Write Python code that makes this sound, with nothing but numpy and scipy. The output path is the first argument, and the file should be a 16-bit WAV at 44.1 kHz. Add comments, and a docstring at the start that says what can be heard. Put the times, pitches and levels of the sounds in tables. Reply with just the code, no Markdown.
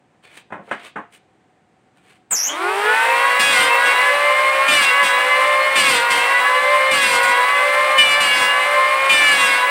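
"""An electric hand planer runs up, its belt squealing, and makes six strokes along a board.
Motor and two-knife drum whine at unrelated pitches as summed shaft harmonics over a chopped noise fan rush.
In the wood, knife passes become pulses through resonances, chips are noise puffs and load drags the speed down.
Before it the board is flipped over and knocks on the bench (decaying modes and noise), with rubbing and
a faint clink; quiet workshop noise lies under everything."""
import sys
import numpy as np
from scipy import signal
from scipy.fft import rfft, irfft, next_fast_len
from scipy.io import wavfile
from scipy.ndimage import map_coordinates

SR = 44100
rng = np.random.default_rng(int(sys.argv[2]) if len(sys.argv) > 2 else 0)


def store_wav(level_fs):
    """Save 16-bit WAV to argv[1]."""
    pcm = np.round(np.clip(np.atleast_2d(level_fs), -1, 1) * 32767)
    wavfile.write(sys.argv[1], SR, pcm.T.astype(np.int16))


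N = 427769
TIME = np.arange(N) / SR

# strong shaft partials: motor_order, drum_order, relative_idle_db, share_of_cut_whine_db
STRONG_PARTIALS = [(1, 0, -20, -0.4049), (2, 0, -19.5, -0.55), (3, 0, -25, 0), (4, 0, -20.5, -0.58),
                   (0, 2, -22, -0.43), (0, 4, -24.5, -0.13), (0, 6, -22, 0.31), (0, 8, -29, 1),
                   (0, 10, -30, 1), (0, 12, -33, 0.48)]
# weak shaft partials and combination tones: motor_order, drum_order, relative_level_db
WEAK_PARTIALS = [(5, 0, -16.5), (6, 0, -32), (8, 0, -26), (9, 0, -28), (0, 56, -26), (0, 3, -21),
                 (0, 14, -19.5), (1, 1, -13.5), (2, -1, -26.5), (1, 2, -25), (3, -1, -11), (2, 1, -9.5),
                 (2, 2, -21), (3, 1, -15), (2, 4, -17.5)]
# housing and bench response to the partials: freq_hz, gain_db
BODY_RESPONSE = [(280, -12), (370, -7), (425, 0), (452, -21), (482, -5.5), (503, -11), (535, -5),
                 (562, -8.5), (590, 1), (610, -8), (760, -7), (950, -1), (1025, -1), (1060, 1.5),
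                 (1100, 0.5), (1145, 2.5), (1210, -3), (1400, -5.5), (1458, 3.5), (1510, -1.5), (1595, -9),
                 (1700, -0.5), (1810, -6.5), (1900, -3), (1960, 2), (2040, 0), (2130, 0), (2230, -3.5),
                 (2350, -0.5), (2620, 3.5), (2850, -3.5), (2990, -4), (3200, -6.5)]
# fan rush and rattle spectrum: freq_hz, relative_db
FAN_SPECTRUM = [(30, -30), (100, -27), (190, -27.5), (280, -15.5), (450, -9), (750, -0.5), (1300, -1.5),
                (2200, 1), (3300, -7.5), (4500, -15), (6600, -24.5), (8500, -13.5), (12500, -28),
                (15500, -28.5)]
# tool pushed nearer and drawn back: nearest_s, gain_db
PUSHES = [(3.1, 2), (3.9, 3), (5.2, 1.5), (6.3, 1), (7.38, 1), (8.55, 0.5), (9.6, 0.9)]
# knives in the wood: start_s, end_s, bite_db, whine_gain_db, drag_in_turns_per_s2, drag_out_turns_per_s2
CUTS = [(3.391, 3.512, -24.5, 9.1, 72.4, 89.95), (3.518, 3.635, -25, 9.3, 265, 214.9),
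        (3.852, 3.884, -34.5, 7, 5, 50), (4.676, 4.847, -25, 12.2, 81, 335.4),
        (5.024, 5.068, -29, 7.2, 294, 148.2), (5.753, 5.952, -23, 6.3, 242, 377.6),
        (6.1, 6.179, -28, 7, 180, 80.05), (6.907, 7.147, -25, 5.2, 270, 196.2),
        (7.226, 7.291, -29.5, 4.6, 95, 64.6), (7.976, 8.123, -28, 14, 90, 118.2),
        (8.2, 8.438, -28, 10, 148, 110.2), (9.091, 9.292, -27.5, 13.2, 83, 159.7),
        (9.309, 9.531, -27, 9, 166, 129)]
# knife buzz spectrum: freq_hz, relative_db
KNIFE_SPECTRUM = [(200, -10), (1000, -18), (2300, 8.5), (3400, 8.5), (4400, 2.5), (6200, -5.5), (7500, -1),
                  (8800, 2.5), (10500, -19), (15000, -21)]
# chip hiss spectrum: freq_hz, relative_db
CHIP_SPECTRUM = [(40, -16), (100, 3), (180, 5), (280, 11.5), (500, -0.5), (2400, 9.5), (4500, -20),
                 (6500, -35), (8600, 6), (10500, 1), (15000, -14)]
# slipping belt: time_s, pitch_hz, relative_level_db
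BELT_SQUEAL = [(2.302, 8400, -72), (2.31, 8070, -23), (2.328, 7120, -18.5), (2.345, 6900, -21.5),
               (2.365, 5500, -22), (2.42, 5700, -23), (2.48, 6800, -23.5), (2.495, 6750, -35),
               (2.54, 6650, -58)]
# board on bench, then trigger and motor kick: start_s, relative_peak_db, hardness_hz, attack_s
KNOCKS = [(0.503, -30, 1500, 0.00081), (0.522, -17.5, 1590, 0.00074), (0.551, -24, 900, 0.0018),
          (0.588, -29, 700, 0.0022), (0.676, -35, 900, 0.00091), (0.699, -34, 2500, .003),
          (0.712, -10, 2450, 0.00034), (0.957, -16, 1540, 0.0053), (0.978, -24, 1400, 0.0028),
          (2.313, -23, 2780, 0.00074), (2.323, -19.5, 2800, 0.0008)]
# ringing modes of the board: freq_hz, relative_level_db, t60_s
BOARD_MODES = [(212, -13, 0.24), (495, -14, 0.23), (700, -9.5, 0.34), (860, -30, .18), (1009, -10.5, 0.14),
               (1310, -5, 0.073), (1572, -7, 0.13), (1996, -11, 0.091), (2470, -3, 0.087), (3400, -9, 0.08)]
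# woody clack spectrum: freq_hz, relative_db
CLACK_SPECTRUM = [(50, -28), (110, -15), (210, -2), (400, -2), (720, 0.5), (1500, 1.5), (3000, -10.5),
                  (5000, -27), (8600, -7), (13000, -23)]
# hand, board and cloth brushing past: centre_s, level_db, sigma_s, treble_gain_db
SCUFFS = [(0.252, -49.5, 0.012, -2), (0.312, -52, 0.036, -3), (0.376, -45, 0.021, 4),
          (0.667, -59, 0.029, -2), (0.735, -43.5, 0.027, -7), (0.812, -43.5, 0.02, -10),
          (0.864, -38, 0.021, -2), (1.149, -48, 0.017, 7), (1.976, -61, .012, 0), (2.096, -54.5, 0.049, 0),
          (2.165, -63, .01, 0)]
# rubbing spectrum: freq_hz, relative_db
RUB_SPECTRUM = [(40, -31), (350, -2), (750, -3), (1100, -1.5), (1700, -1), (2450, 2), (3200, -3.5),
                (4200, -10), (5300, -17), (7000, -17), (8600, -8), (11000, -24), (15000, -27)]
# metallic ring: freq_hz, level_db, t60_s
CLINK_MODES = [(2450, -50, .45), (3480, -54, 0.31), (4370, -52, 0.18)]
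# quiet workshop spectrum: freq_hz, relative_db
FLOOR_SPECTRUM = [(25, -36), (75, -2), (130, 5), (350, 3), (680, -3.5), (745, 8), (820, -2.5), (1200, -7.5),
                  (1900, -8), (5500, -26), (8600, -23), (11000, -42), (15500, -46)]
# workshop decay: freq_hz, t60_s
ROOM_DECAY = [(150, 0.17), (1000, 0.19), (4000, 0.36), (12000, 0.028)]

SWITCH_ON_S = 2.3
FREE_TURNS_PER_S, INERTIA_S = 576.3, 0.836
SURGE_SHARE, SURGE_S = 0.527, 0.177  # share of speed won quickly by the starting current
DRUM_RATIO = 0.5595  # drum turns per motor turn, before belt slip
BELT_GIVE_S, BELT_LAG_S = 0.061, 0.02  # motor-side speed lost to slip per unit drag, and its delay
DRAG_ATTACK_S, DRAG_RELEASE_S = 0.012, 0.046
TORQUE_PULSE_HZ = 100  # twice per mains cycle

FAN_START_DB, FAN_FULL_DB, FAN_FULL_TURNS_PER_S = -36, -23, 452  # before pushes
PUSH_SIGMA_S = 0.23
WHINE_DB, WHINE_GROWTH = -2.5, 0.63  # growth: dB of whine per dB of fan rush
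SWELL_DB, SWELL_KNOTS_PER_S = 2.1, 12  # partials swell and fade as the tool moves
WHINE_RELEASE_S = 0.17  # cut's whine change dies away

BITE_ATTACK_S, BITE_RELEASE_S = 0.0084, 0.048
ENTRY_DB, ENTRY_S = 4, 0.026  # harder bite on entering the wood
BUZZ_DB, CHIPS_DB = 3.5, -3  # over the bite
PASS_JITTER_S = 4e-6

SLOTS_PER_TURN = 12
SLOT_DB, SLOT_RING_HZ, SLOT_HALF_WIDTH_HZ = -20, 3140, 48  # housing resonance
TOP_HZ = 15850


def whine(motor_turns, drum_turns, air_db, whine_db):
    """Shaft harmonics and sum/difference tones; cutting lowers motor orders and lifts high knife orders."""
    strong = np.zeros(N)
    for motor_order, drum_order, idle_db, share in STRONG_PARTIALS:
        turns = motor_order * motor_turns + drum_order * drum_turns
        pitch_hz = np.abs(np.gradient(turns)) * SR
        swell_db = SWELL_DB * wobble(SWELL_KNOTS_PER_S)
        level_db = idle_db + share * whine_db + along(BODY_RESPONSE, pitch_hz) + swell_db
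        strong += amp(level_db) * partial(turns, flutter_db=2.5, jitter_rad=0.18)
    weak = np.zeros(N)
    for motor_order, drum_order, db in WEAK_PARTIALS:
        turns = motor_order * motor_turns + drum_order * drum_turns
        weak += amp(db + 1.5 * wobble(7)) * partial(turns, flutter_db=3, jitter_rad=0.3)
    fade_in = np.clip((TIME - 2.45) / 0.16, 0, 1)
    strong_gain = amp(WHINE_GROWTH * (air_db - FAN_FULL_DB) + WHINE_DB)
    return fade_in * (strong_gain * strong + amp(air_db - 2) * room(weak, wet_db=-2.5))


def partial(turns, flutter_db, jitter_rad):
    """A sine of rms 1 with random level flutter and phase jitter."""
    jitter = jitter_rad * (wobble(45) + 0.49 * wobble(220))
    return unit(amp(flutter_db * wobble(28)) * np.sin(2 * np.pi * turns + jitter))


def fan(motor_turns, drum_turns, air_db):
    """Air chopped once a motor turn, plus housing rattle when both shafts shake it at once."""
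    motor_phase, drum_phase = 2 * np.pi * motor_turns, 2 * np.pi * drum_turns
    air = unit((1 + 0.45 * np.cos(motor_phase)) * rng.standard_normal(N))
    rush = unit(coloured(air, FAN_SPECTRUM))
    shakes = np.exp(6 * np.cos(motor_phase + 0.18 * wobble(90)) + 9 * np.cos(drum_phase))
    shakes = shakes * (TIME > SWITCH_ON_S)
    jolts = np.diff(shakes, prepend=shakes[0])
    rattle = unit(room(coloured(jolts, FAN_SPECTRUM), wet_db=3))
    torque = np.cos(2 * np.pi * TORQUE_PULSE_HZ * TIME)
    level_db = air_db + 0.5 * torque + 0.73 * wobble(35)
    return amp(level_db) * (amp(-0.1) * rush + amp(-7) * rattle)


def cutting(drum_turns, bite):
    """Each knife pass strikes the wood with a sharp pulse and throws a decaying puff of chips."""
    streaks = amp(1.17 * wobble(30))  # hard and soft streaks in the board
    passes = 2 * drum_turns
    buzz = unit(coloured(ringing(knife_blows(passes), t60_s=0.03), KNIFE_SPECTRUM))
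    puffs = amp(-7 * (passes % 1)) * rng.standard_normal(N)
    chips = unit(coloured(puffs, CHIP_SPECTRUM))
    wet_buzz = room(amp(BUZZ_DB) * streaks * bite * buzz, wet_db=-6)
    return wet_buzz + amp(CHIPS_DB) * streaks * bite * chips


def knife_blows(passes):
    """One band-limited pulse per knife pass, alternating in size as one knife stands proud."""
    count = np.arange(1, int(passes[-1]))
    timing, strength = rng.standard_normal((2, len(count)))
    at_sample = np.interp(count, passes, np.arange(N)) + SR * PASS_JITTER_S * timing
    size = amp(1.2 * strength) * (1 + 0.75 * (-1) ** count)
    # 16-tap sinc places each pulse between samples
    taps = at_sample.astype(int)[:, None] + np.arange(-7, 9)
    pulses = size[:, None] * np.sinc(taps - at_sample[:, None])
    return np.bincount(np.clip(taps, 0, N).ravel(), pulses.ravel(), N + 1)[:N]


def ringing(x, t60_s):
    """Dense short resonances: gliding partials swell and fade as they cross them."""
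    t = np.arange(SR // 10) / SR
    response = rng.standard_normal(len(t)) * amp(-60 * t / t60_s)
    return unit(signal.fftconvolve(x, response)[:N])


def start_up(motor_turns, motor_speed):
    """Belt squeals under pulsing starting torque; armature slots sing through a housing resonance."""
    pitch_hz, level_db = curves(BELT_SQUEAL, outside=-120)
    torque = np.sin(2 * np.pi * TORQUE_PULSE_HZ * TIME)
    pitch_hz = pitch_hz * (1 + 0.029 * torque + 0.042 * wobble(1500))
    phase = 2 * np.pi * np.cumsum(pitch_hz) / SR
    overtone = amp(-13) * np.sin(2 * phase + wobble(2800))
    squeal = amp(level_db + 3.1 * torque) * (np.sin(phase) + overtone)
    detune = (SLOTS_PER_TURN * motor_speed - SLOT_RING_HZ) / SLOT_HALF_WIDTH_HZ
    resonance = (TIME > SWITCH_ON_S) / np.hypot(1, detune)
    slot_phase = 2 * np.pi * SLOTS_PER_TURN * motor_turns + wobble(400)
    slots = amp(SLOT_DB) * resonance * np.sin(slot_phase)
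    return room(amp(5) * squeal + slots, wet_db=-6.5)


def strokes():
    """Cuts as three controls: knife bite gain, whine change in dB, drag on the drive."""
    bite, whine_db, drag = np.zeros((3, N))
    for start, end, bite_db, gained_db, drag_in, drag_out in CUTS:
        contact = gate(start, end, BITE_ATTACK_S, BITE_RELEASE_S)
        entry_db = ENTRY_DB * np.exp(-np.maximum(TIME - start, 0) / ENTRY_S)
        bite = np.maximum(bite, amp(bite_db + entry_db) * contact)
        whine_db = np.maximum(whine_db, gained_db * gate(start, end, BITE_ATTACK_S, WHINE_RELEASE_S))
        load = np.interp(TIME, [start, end], [drag_in, drag_out])
        drag = drag + load * gate(start, end, DRAG_ATTACK_S, DRAG_RELEASE_S)
    return bite, whine_db, drag


def shaft_speeds(drag):
    """Turns per s: motor runs up and sags under drag; drum sags further as the belt slips."""
    t = np.maximum(TIME - SWITCH_ON_S, 0)
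    run_up = 1 - SURGE_SHARE * np.exp(-t / SURGE_S) - (1 - SURGE_SHARE) * np.exp(-t / INERTIA_S)
    loaded = np.maximum(FREE_TURNS_PER_S * run_up - lagged(drag, INERTIA_S), 0)
    motor_speed = loaded * (1 + 0.000838 * wobble(25))
    slip = BELT_GIVE_S * lagged(drag, BELT_LAG_S)
    drum_speed = DRUM_RATIO * (motor_speed - slip) * (1 + 0.0008 * wobble(30))
    return motor_speed, drum_speed


def rush_level(motor_speed):
    """Fan rush in dB: grows with speed squared up to full flow, swells as the tool comes near."""
    flow = np.minimum(motor_speed / FAN_FULL_TURNS_PER_S, 1) ** 2
    near_db = sum(db * np.exp(-0.5 * ((TIME - s) / PUSH_SIGMA_S) ** 2) for s, db in PUSHES)
    level_db = FAN_START_DB + (FAN_FULL_DB - FAN_START_DB) * flow + near_db
    return np.where(TIME > SWITCH_ON_S + 0.008, level_db, -120)


def knocks():
    """Each blow gives a woody clack and short modal ring; softer contact takes the treble away."""
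    out, t = np.zeros(N + SR), np.arange(SR // 2) / SR
    for s, db, hard_hz, attack in KNOCKS:
        ring = np.zeros(len(t))
        for hz, level_db, t60 in BOARD_MODES:
            decay = amp(level_db + rng.normal(0, 1.7) - 60 * t / t60)
            ring += decay * np.sin(2 * np.pi * hz * t)
        clack = unit(coloured(rng.standard_normal(len(t)), CLACK_SPECTRUM)) * amp(-60 * t / 0.14)
        strike = (ring + 2.95 * clack) * (1 - np.exp(-t / attack))
        blow = signal.lfilter(*signal.butter(2, [100, hard_hz], "band", fs=SR), strike)
        out[round(s * SR):][:len(t)] += amp(db + 0.5) * blow / np.abs(blow).max()
    return room(out[:N], wet_db=-8)


def sliding():
    """Rubbing as short grainy noise swishes, each with its own brightness."""
    grains = amp(2.7 * wobble(300)) * rng.standard_normal(N)
    rub = unit(coloured(grains, RUB_SPECTRUM))
    treble = signal.sosfiltfilt(signal.butter(2, 5000, "high", fs=SR, output="sos"), rub)
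    swishes = np.zeros(N)
    for s, db, sigma, treble_db in SCUFFS:
        swell = np.exp(-0.5 * ((TIME - s) / sigma) ** 2)
        swishes += amp(db) * swell * unit(rub + (amp(treble_db) - 1) * treble)
    return room(swishes, wet_db=-10.5)


def clink():
    """Faint metallic ring as the board is lifted: decaying sines."""
    t = np.maximum(TIME - 0.238, 0)
    ring = sum(amp(db - 60 * t / t60) * np.sin(2 * np.pi * hz * t) for hz, db, t60 in CLINK_MODES)
    return (1 - np.exp(-t / 0.008)) * ring


def workshop_floor():
    """Quiet workshop: coloured noise with a slightly wandering level."""
    return amp(-58.5 + 0.61 * wobble(5.5)) * noise(FLOOR_SPECTRUM)


def room(x, wet_db):
    """Direct sound plus a short decaying-noise tail, at roughly unchanged power."""
    hz, t, z = signal.stft(rng.standard_normal(SR // 2), SR, nperseg=256)
    decay = amp(-60 * t / along(ROOM_DECAY, hz)[:, None])
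    tail = signal.istft(z * decay, SR, nperseg=256)[1]
    echo = signal.fftconvolve(x, tail / np.linalg.norm(tail))[:N]
    return (x + amp(wet_db) * echo) / np.hypot(1, amp(wet_db))


def amp(db):
    """Decibels to gain."""
    return 10 ** (np.asarray(db) / 20)


def unit(x):
    """Scale to rms 1."""
    return x / np.sqrt(np.mean(x ** 2) + 1e-20)


def along(points, hz):
    """Interpolate (freq_hz, value) points on a log frequency axis."""
    f, v = np.transpose(points)
    return np.interp(np.log(hz + 1), np.log(f + 1), v)


def curves(rows, outside=None):
    """One value per sample for each column after the time."""
    s, *cols = np.transpose(rows)
    return [np.interp(TIME, s, c, outside, outside) for c in cols]


def wobble(knots_per_s):
    """Smooth random curve through normal-distributed knots."""
    knots = rng.standard_normal(int(N * knots_per_s / SR) + 4)
    return map_coordinates(knots, [TIME * knots_per_s], order=2)


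def coloured(x, spectrum):
    """Filter x by a smooth (freq_hz, db) response."""
    m = next_fast_len(len(x) + 8192)
    gain = amp(along(spectrum, np.fft.rfftfreq(m, 1 / SR)))
    return irfft(rfft(x, m) * gain, m)[:len(x)]


def noise(spectrum):
    """Coloured noise of rms 1."""
    return unit(coloured(rng.standard_normal(N), spectrum))


def lagged(x, seconds):
    """First-order lag."""
    keep = np.exp(-1 / (seconds * SR))
    return signal.lfilter([1 - keep], [1, -keep], x)


def gate(start, end, attack, release):
    """Linear attack, hold, exponential release."""
    rise = np.clip((TIME - start) / attack, 0, 1)
    return rise * np.exp(-np.clip((TIME - end) / release, 0, 20))


def scene():
    """Planer, handling noises and workshop floor, summed to one channel."""
    bite, whine_db, drag = strokes()
    motor_speed, drum_speed = shaft_speeds(drag)
    motor_turns, drum_turns = np.cumsum([motor_speed, drum_speed], axis=1) / SR
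    air_db = rush_level(motor_speed)
    planer = whine(motor_turns, drum_turns, air_db, whine_db) + fan(motor_turns, drum_turns, air_db)
    planer = planer + cutting(drum_turns, bite) + start_up(motor_turns, motor_speed)
    handling = knocks() + sliding() + clink()
    return (planer + handling + workshop_floor())[None]


def record(dry):
    """Steep low-pass: a 200 Hz wide linear slope centred on TOP_HZ."""
    m = next_fast_len(N + 8192)
    passband = np.clip((TOP_HZ - np.fft.rfftfreq(m, 1 / SR)) / 200 + 0.5, 0, 1)
    return irfft(rfft(dry, m) * passband, m)[:, :N]


dry = scene()
out = record(dry)
store_wav(out)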